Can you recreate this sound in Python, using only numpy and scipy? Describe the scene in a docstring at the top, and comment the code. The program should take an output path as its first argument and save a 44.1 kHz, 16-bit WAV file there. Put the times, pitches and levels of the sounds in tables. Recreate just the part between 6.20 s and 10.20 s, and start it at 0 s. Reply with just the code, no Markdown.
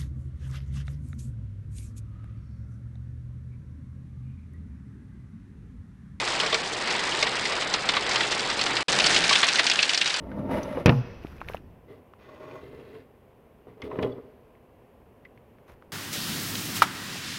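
"""Loose coal pours off a conveyor onto a heap in an open yard. Fines rustle, pebbles and grit patter,
and lumps crack down and scatter chips, some knocking on the conveyor's steel.
Plant machinery rumbles and hums nearby. One microphone listens from across the yard,
then, after a moment of silence, from nearer, above the heap."""
import sys
import numpy as np
from scipy import signal
from scipy.fft import rfft, irfft
from scipy.io import wavfile
from scipy.ndimage import uniform_filter1d, map_coordinates

SR = 44100
rng = np.random.default_rng(int(sys.argv[2]) if len(sys.argv) > 2 else 0)


def dump_mix(stems):
    """Bounce the given channels to the path in sys.argv[1] as a 16-bit WAV at rate SR."""
    frames = np.atleast_2d(stems).T  # one column per channel
    limited = np.clip(frames, -1, 1)  # hard clip at full scale
    pcm = np.round(limited * 32767).astype(np.int16)
    wavfile.write(sys.argv[1], SR, pcm)


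N = 176400
GAP_START_S, GAP_END_S = 2.631, 2.682  # the silence between the two microphone positions

# Lumps landing; hard ones rise quickly, crumbling ones slowly:
# start_s, level_db, thud_db, crack_db, ring_hz, rise_s
LANDINGS = [(0.2001, -14.5, -10, -8.5, 3216, 0.000087), (.232, -18, -20, -24, 1193, 0.0012),
            (0.263, -20.5, -14, -2.5, 2006, 0.00084), (0.3249, -10, -18.5, -16, 3570, 0.0039),
            (0.344, -14, -9.5, -6, 2290, 0.00012), (.703, -18.5, -16, -1.5, 1400, 0.0037),
            (0.75, -19, -11, -15, 1110, 0.0012), (.921, -20.5, -4, -11, 2910, 0.00058),
            (1.0265, -11.5, -13.5, -6, 2200, 0.00015), (1.066, -12.5, -9, -15, 2020, 0.0035),
            (1.254, -18.5, -15, -9.5, 1980, .00015), (1.322, -22, -21, -5, 1190, .0005),
            (1.421, -18.5, -5, -12.5, 3050, 0.00082), (1.5392, -14.5, -5.5, -4.5, 4010, 0.00027),
            (1.6893, -11, -5.5, -8.5, 3563, 0.00045), (1.736, -18.5, -2.5, -10, 2970, 0.00089),
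            (1.7674, -14.5, -7.5, -21.5, 1110, 0.0001), (1.892, -25, -12, 3, 1910, 0.00045),
            (1.913, -22.5, -22, 1, 4770, 0.00044), (1.958, -15.5, -8, -7, 3080, .00012),
            (2.0055, -12.5, -5.5, -15, 1905, 0.00083), (2.031, -14, -12.5, -27, 2750, 0.0029),
            (2.114, -15, -7.5, -1, 2750, 0.0047), (2.194, -21.5, -20, -1, 2120, 0.00076),
            (2.299, -19, -11, -4, 2000, .001), (2.3922, -16.5, -8.5, -18, 4120, .00012),
            (2.413, -15.5, -8, -4, 4460, 0.00014), (2.463, -16, -8, -8, 1406, 0.00015),
            (2.5679, -16.5, -9, -9, 4740, 0.0001), (2.6838, -16, -8, -11, 2650, 0.00014),
            (2.729, -19, -1, -1.5, 3920, .0005), (2.798, -9, -23, -8, 2736, 0.0021),
            (2.8398, -10, -22, -12, 4480, 0.0017), (2.8644, -12, -29, -1.5, 4560, 0.00062),
            (2.944, -13, -23, -3.5, 2730, 0.0018), (2.9630, -8, -30, -7.5, 3020, 0.00023),
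            (3.04, -16, -7.5, -3.5, 2460, 0.00081), (3.092, -6.5, -11.5, -2.5, 2340, 0.0036),
            (3.108, -16, -3, -22, 1750, 0.0015), (3.128, -8, -20, -6.5, 3200, 0.0013),
            (3.154, -9.5, -13, -8.5, 3560, 0.00082), (3.2306, -8, -8, -28, 1950, 0.00013),
            (3.2435, -15, -19, -7, 3600, .00015), (3.285, -9.5, -24, -7.5, 2626, 0.0018),
            (3.3577, -16, -21.5, -6, 3540, 0.00011), (3.384, -9.5, -24, -12.5, 1990, 0.0033),
            (3.3937, -9.5, -7.5, -10.5, 2000, 0.00015), (3.4664, -10.5, -33, -5, 3120, 0.00023),
            (3.498, -14, -24, -3, 2470, 0.00043), (3.5140, -11.5, -32, -14, 3350, .0006),
            (3.5901, -8.5, -27, -25, 2580, .00012), (3.6276, -10.5, -20, -7.5, 2614, 0.00032),
            (3.6928, -13.5, -32, -5.5, 2960, 0.00048), (3.733, -17, -20, -7, 2760, 0.00078),
            (3.745, -14.5, -28, -3, 4300, 0.00091), (3.776, -17.5, -32, 0, 4360, 0.00012),
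            (3.8134, -10.5, -23, -13, 2830, 0.0001), (3.858, -16, -19, -6, 3900, 0.0004),
            (3.875, -20, -18, -3, 2750, 0.00092), (3.8998, -17, -20, -15, 3730, .001),
            (3.941, -16.5, -7, -6.5, 4720, 0.00036)]
# Spectrum of a hard piece's first contact: frequency_hz, level_db
SNAP_SPECTRUM = [(300, -16), (900, -5), (2000, 0.5), (3800, 3.5), (5500, -4), (7500, -8.5), (10000, -25)]
# Spectrum of crunching chips: frequency_hz, level_db
CRUNCH_SPECTRUM = [(800, -43), (1500, -3.5), (2200, 2.5), (3000, 3.5), (4200, 0.5), (5200, -12.5),
                   (7000, -46)]
# Loudness of the plant, which the conveyor's rattle follows: time_s, level_db
PLANT_LEVEL = [(0, -41), (.9, -41.5), (1.8, -40.5), (2.62, -40), (2.68, -33), (3.03, -36), (3.2, -44),
               (3.45, -43), (4, -50)]


def far_pour():
    """From across the yard the fines blur into a dry rustle, with pebbles and grit pattering in it."""
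    # Spectra of fines and pebbles at a distance: frequency_hz, level_db
    fines_spectrum = [(150, -54), (250, -9), (368, 0), (682, -2.5), (760, 1), (1720, 0.5), (1890, 2.5),
                      (2530, -0.5), (5070, -7.5), (6390, -36), (7460, -17), (10000, -33), (13000, -48.5),
                      (22000, -120)]
    pebble_spectrum = [(150, -35), (400, -14.5), (1000, -20.5), (2000, -24), (3500, 1.5), (4800, 0.5),
                       (6000, -3.5), (8000, -6.5), (10000, -19)]
    # Strength of the pour: time_s, level_db
    flow = [(0, -29.5), (.13, -29.5), (.3, -31), (.42, -32), (.63, -31.5), (.7, -29), (.9, -30), (1.1, -30),
            (1.3, -30.5), (1.5, -31.5), (1.66, -33), (1.82, -31), (1.94, -30), (2.08, -30), (2.3, -30.5),
            (2.6, -29.5)]
    flutter = amp(0.5 + 0.94 * wobble(24.72))
    fines = flutter * patchy(colour(ticks(9000, N), fines_spectrum), depth_db=2.0)
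    patter = amp(-7.0) * pebbles(pebble_spectrum, per_s=170, spread_db=5, t60=0.033, ring_hz=2484)
    return amp(curve(flow)) * (fines + patter + amp(-14) * grit())


def near_pour():
    """From above the heap the pour is brighter and its pebbles and grit stand out."""
    # Spectra of fines and pebbles close up: frequency_hz, level_db
    fines_spectrum = [(150, -34), (250, -2), (403, -3.5), (846, 3), (1020, -1.5), (1690, 8.5), (1950, 5.5),
                      (2450, 5.5), (2910, 5), (4210, 2.5), (7460, -14), (10000, -16.5), (13000, -57),
                      (22000, -120)]
    pebble_spectrum = [(150, -24), (400, -7), (1000, 1), (2000, -1.5), (3500, -1), (4800, -1), (6000, -4),
                       (8000, -6), (10000, -18.5)]
    # Strength of the pour: time_s, level_db
    flow = [(2.7, -25.5), (2.894, -23), (2.956, -23), (3.644, -29), (3.934, -30.5), (4.0, -29.5)]
    flutter = amp(-2.5 + 0.77 * wobble(24.81))
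    fines = flutter * patchy(colour(ticks(9000, N), fines_spectrum), depth_db=0.5)
    patter = amp(-4.5) * pebbles(pebble_spectrum, per_s=150, spread_db=7, t60=0.032, ring_hz=2820)
    return amp(curve(flow)) * (fines + patter + amp(-9.5) * grit())


def pebbles(spectrum, per_s, spread_db, t60, ring_hz):
    """Small pieces land at random, each with a short dry crunch and a trace of a ring."""
    out, t = np.zeros(N), np.arange(SR // 25) / SR
    candidates = 1200
    for (when, chance, size), pitch in zip(rng.random((candidates, 3)), rng.standard_normal(candidates)):
        ring = np.sin(2 * np.pi * ring_hz * np.exp(.45 * pitch) * t)
        envelope = amp(spread_db * size ** 2 - 60 * t / t60)
        sound = (rng.standard_normal(len(t)) + .3 * ring) * envelope
        if chance < per_s * N / SR / candidates:
            add(out, when * N / SR, sound)
    return colour(out, spectrum)


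def grit(per_s=150, t60=.006):
    """Sharp grains tick one by one: most are faint, a few stand out."""
    # Spectrum of the grains: frequency_hz, level_db
    grit_spectrum = [(1500, -25), (3500, 0.5), (5000, 2), (7500, -5.5), (10000, -18)]
    out, t = np.zeros(N), np.arange(SR // 200) / SR
    for when, size in rng.random((int(per_s * N / SR), 2)):
        db = -4 * np.log(size + .03)
        add(out, when * N / SR, rng.standard_normal(len(t)) * amp(db - 60 * t / t60))
    return colour(out, grit_spectrum)


def lumps(snap_t60=0.0072, ring_t60=0.052):
    """Each lump snaps, rings, cracks, crunches and thuds into the heap; the bright part dies first."""
    # Spectra of a landing's bright crack and low thud: frequency_hz, level_db
    crack_spectrum = [(3000, -19.5), (4700, 5.5), (5600, -0.5), (7000, -8.5), (8500, -14), (10000, -29.5)]
    thud_spectrum = [(80, -31), (200, -9.5), (420, -7), (1100, 0.5), (1500, -0.5), (2300, -35)]
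    out, t = np.zeros(N), np.arange(SR // 8) / SR
    for s, db, thud_db, crack_db, hz, rise_s in LANDINGS:
        hardness = np.exp(-rise_s / 0.00084)  # crumbling lumps barely snap
        contact = colour(rng.standard_normal(len(t)), SNAP_SPECTRUM)
        snap = amp(-8.5 - 60 * t / snap_t60) * hardness * contact
        ring = amp(-5 - 60 * t / ring_t60) * (1 - np.exp(-t / rise_s)) * dull_ring(hz, t)
        add(out, s, amp(db) * (snap + ring))
        add(out, s, amp(db - 0.5 + crack_db) * clatter(crack_spectrum, rise_s, t60=0.04))
        add(out, s, amp(db - 6) * clatter(CRUNCH_SPECTRUM, rise_s, t60=0.068))
        add(out, s, amp(db - 4 + thud_db) * clatter(thud_spectrum, rise_s + 0.0027, t60=0.072))
    return out


def clatter(spectrum, rise_s, t60, scatter_db=-31, scatter_t60=0.14):
    """A quick clatter of chips, then a weak scatter as they run off."""
    t = np.arange(SR // 6) / SR
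    chips = colour(ticks(per_s=20000, size=len(t)), spectrum)
    fall = amp(-60 * t / t60) + amp(scatter_db - 60 * t / scatter_t60)
    return chips * (1 - np.exp(-t / rise_s)) * fall


def dull_ring(hz, t, width_hz=110):
    """Coal rings impurely: a drifting phase smears its tone."""
    drift = np.cumsum(rng.standard_normal(len(t))) * np.sqrt(2 * np.pi * width_hz / SR)
    return np.sin(2 * np.pi * hz * t + drift)


def rebounds(within_s=0.019, t60=0.021):
    """Three chips break off each lump and clack down just after it, the later the softer."""
    out, t = np.zeros(N), np.arange(SR // 40) / SR
    for s, db, *_ in LANDINGS:
        for lateness in rng.random(size=3):
            clack = colour(rng.standard_normal(len(t)), CRUNCH_SPECTRUM) * amp(-60 * t / t60)
            add(out, s + .003 + lateness * within_s, amp(db - 17.5 - 6 * lateness) * clack)
    return out


def clicks(t60=0.016):
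    """Single hard pebbles snap on the heap without breaking."""
    # Pebbles that click out of the pour: start_s, level_db
    hard_pebbles = [(0.077, -21), (.674, -23), (.794, -22.5), (0.95, -23), (1.196, -23), (1.411, -19.5),
                    (1.865, -21), (2.127, -20), (2.206, -21), (2.439, -17), (2.607, -29.5), (2.789, -15.5),
                    (3.181, -20.5), (3.558, -16)]
    out, t = np.zeros(N), np.arange(SR // 40) / SR
    for s, db in hard_pebbles:
        add(out, s, amp(db - 60 * t / t60) * colour(rng.standard_normal(len(t)), SNAP_SPECTRUM))
    return out


def conveyor(rattle_db=-50.5):
    """Fines keep the steel ringing faintly, and now and then a lump knocks on it."""
    # Modes of the steel: pitch_hz, level_db, t60_s
    steel_modes = [(450.8, -4.5, 0.13), (624, -2, 0.082), (1137, 0, 0.067)]
    # Lumps striking it: start_s, level_db, tilt_db_per_octave
    knocks = [(.232, -23, 0), (.328, -21, 0), (.345, -21.5, -7), (1.027, -23.5, 0), (1.768, -29.5, 5),
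              (2.298, -41, 17), (3.109, -26, 12.5), (3.232, -30, 11)]
    out, t = np.zeros(N), np.arange(SR // 3) / SR
    plant_db = curve(PLANT_LEVEL)
    for hz, mode_db, t60 in steel_modes:
        ring = amp(-60 * t / t60) * np.sin(2 * np.pi * hz * t) * (1 - np.exp(-t / 0.00067))
        rattle = unit(signal.fftconvolve(ticks(820, N), ring)[:N])
        out += amp(rattle_db + mode_db + plant_db - plant_db.max()) * rattle
        octaves = np.log2(hz / steel_modes[1][0])
        for s, db, tilt_db in knocks:
            add(out, s, amp(db + mode_db + tilt_db * octaves) * ring)
    return out


def plant(bass_hz=115):
    """Nearby machinery rumbles with a few unsteady drive tones; its deepest part thins out after 3 s."""
    # Spectrum of the rumble: frequency_hz, level_db
    rumble_spectrum = [(20, -11.5), (50, -10), (65, -8), (97, -8.5), (128, -4), (216, -4), (300, -4),
                       (380, -2.5), (700, -3.5), (1000, -8.5), (1600, -58.5)]
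    # Hum of the drives: pitch_hz, level_db
    drive_tones = [(49, -18), (124, -13), (174, -18.5)]
    # The deepest part against the rest: time_s, level_db
    bass_level = [(2.6, -2), (2.7, -5), (3.05, -2), (3.25, -10), (4, -4)]
    t = np.arange(N) / SR
    hum = sum(amp(db + 4.0 * wobble(7.22)) * np.sin(2 * np.pi * hz * t + 0.88 * wobble(5.4))
              for hz, db in drive_tones)
    drone = amp(2.5) * colour(rng.standard_normal(N), rumble_spectrum) + hum
    deep = signal.sosfiltfilt(signal.butter(N=3, Wn=bass_hz, fs=SR, output="sos"), drone)
    return amp(curve(PLANT_LEVEL)) * (drone - deep + amp(curve(bass_level)) * deep)


def ticks(per_s, size):
    """Tiny contacts of either sign at random moments."""
    return (rng.random(size) < per_s / SR) * np.sign(rng.standard_normal(size))


def patchy(x, depth_db):
    """x with brief random patches of pitch and time made louder or softer."""
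    spectrogram = signal.stft(x, nperseg=256)[2]
    patches = uniform_filter1d(rng.standard_normal(spectrogram.shape), 4, axis=0)
    patches = uniform_filter1d(patches, 6, axis=1)
    return unit(signal.istft(spectrogram * amp(depth_db * unit(patches)), nperseg=256)[1][:N])


def colour(x, spectrum):
    """x shaped by (frequency_hz, level_db) rows, at rms 1."""
    hz, db = np.transpose(spectrum)
    bins_hz = np.fft.rfftfreq(len(x), 1 / SR)
    gain = amp(np.interp(np.log(bins_hz + 1), np.log(hz + 1), db))
    return unit(irfft(rfft(x) * gain, len(x)))


def wobble(rate):
    """A smooth random curve, rate knots a second."""
    return map_coordinates(rng.standard_normal(int(N * rate / SR) + 4), [np.arange(N) * rate / SR])


def curve(rows):
    """(time_s, value) rows as one value per sample."""
    return np.interp(np.arange(N) / SR, *np.transpose(rows))


def amp(db):
    """Decibels to gain."""
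    return 10 ** (np.asarray(db) / 20)


def unit(x):
    """Scaled to rms 1."""
    return x / np.sqrt(np.mean(x ** 2) + 1e-20)


def add(track, start_s, sound):
    """Mix a sound into the track."""
    part = track[int(max(start_s, 0) * SR):][:len(sound)]
    part += sound[:len(part)]


def scene():
    """The pour in mono, first far and then near, over the plant."""
    pour = np.where(np.arange(N) / SR < GAP_END_S, far_pour(), near_pour())
    return (pour + lumps() + rebounds() + clicks() + conveyor() + plant())[None]


def record(dry):
    """The sound drops out between the two microphone positions, and the highest treble is cut."""
    fade_s, top_hz = 0.0022, 10150
    t = np.arange(N) / SR
    gate = np.clip(np.maximum(GAP_START_S - t, t - GAP_END_S) / fade_s, amp(-50), 1)
    passband = np.fft.rfftfreq(2 * N, 1 / SR) < top_hz
    return irfft(rfft(dry * gate, 2 * N) * passband)[:, :N]


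dry = scene()
out = record(dry)
dump_mix(out)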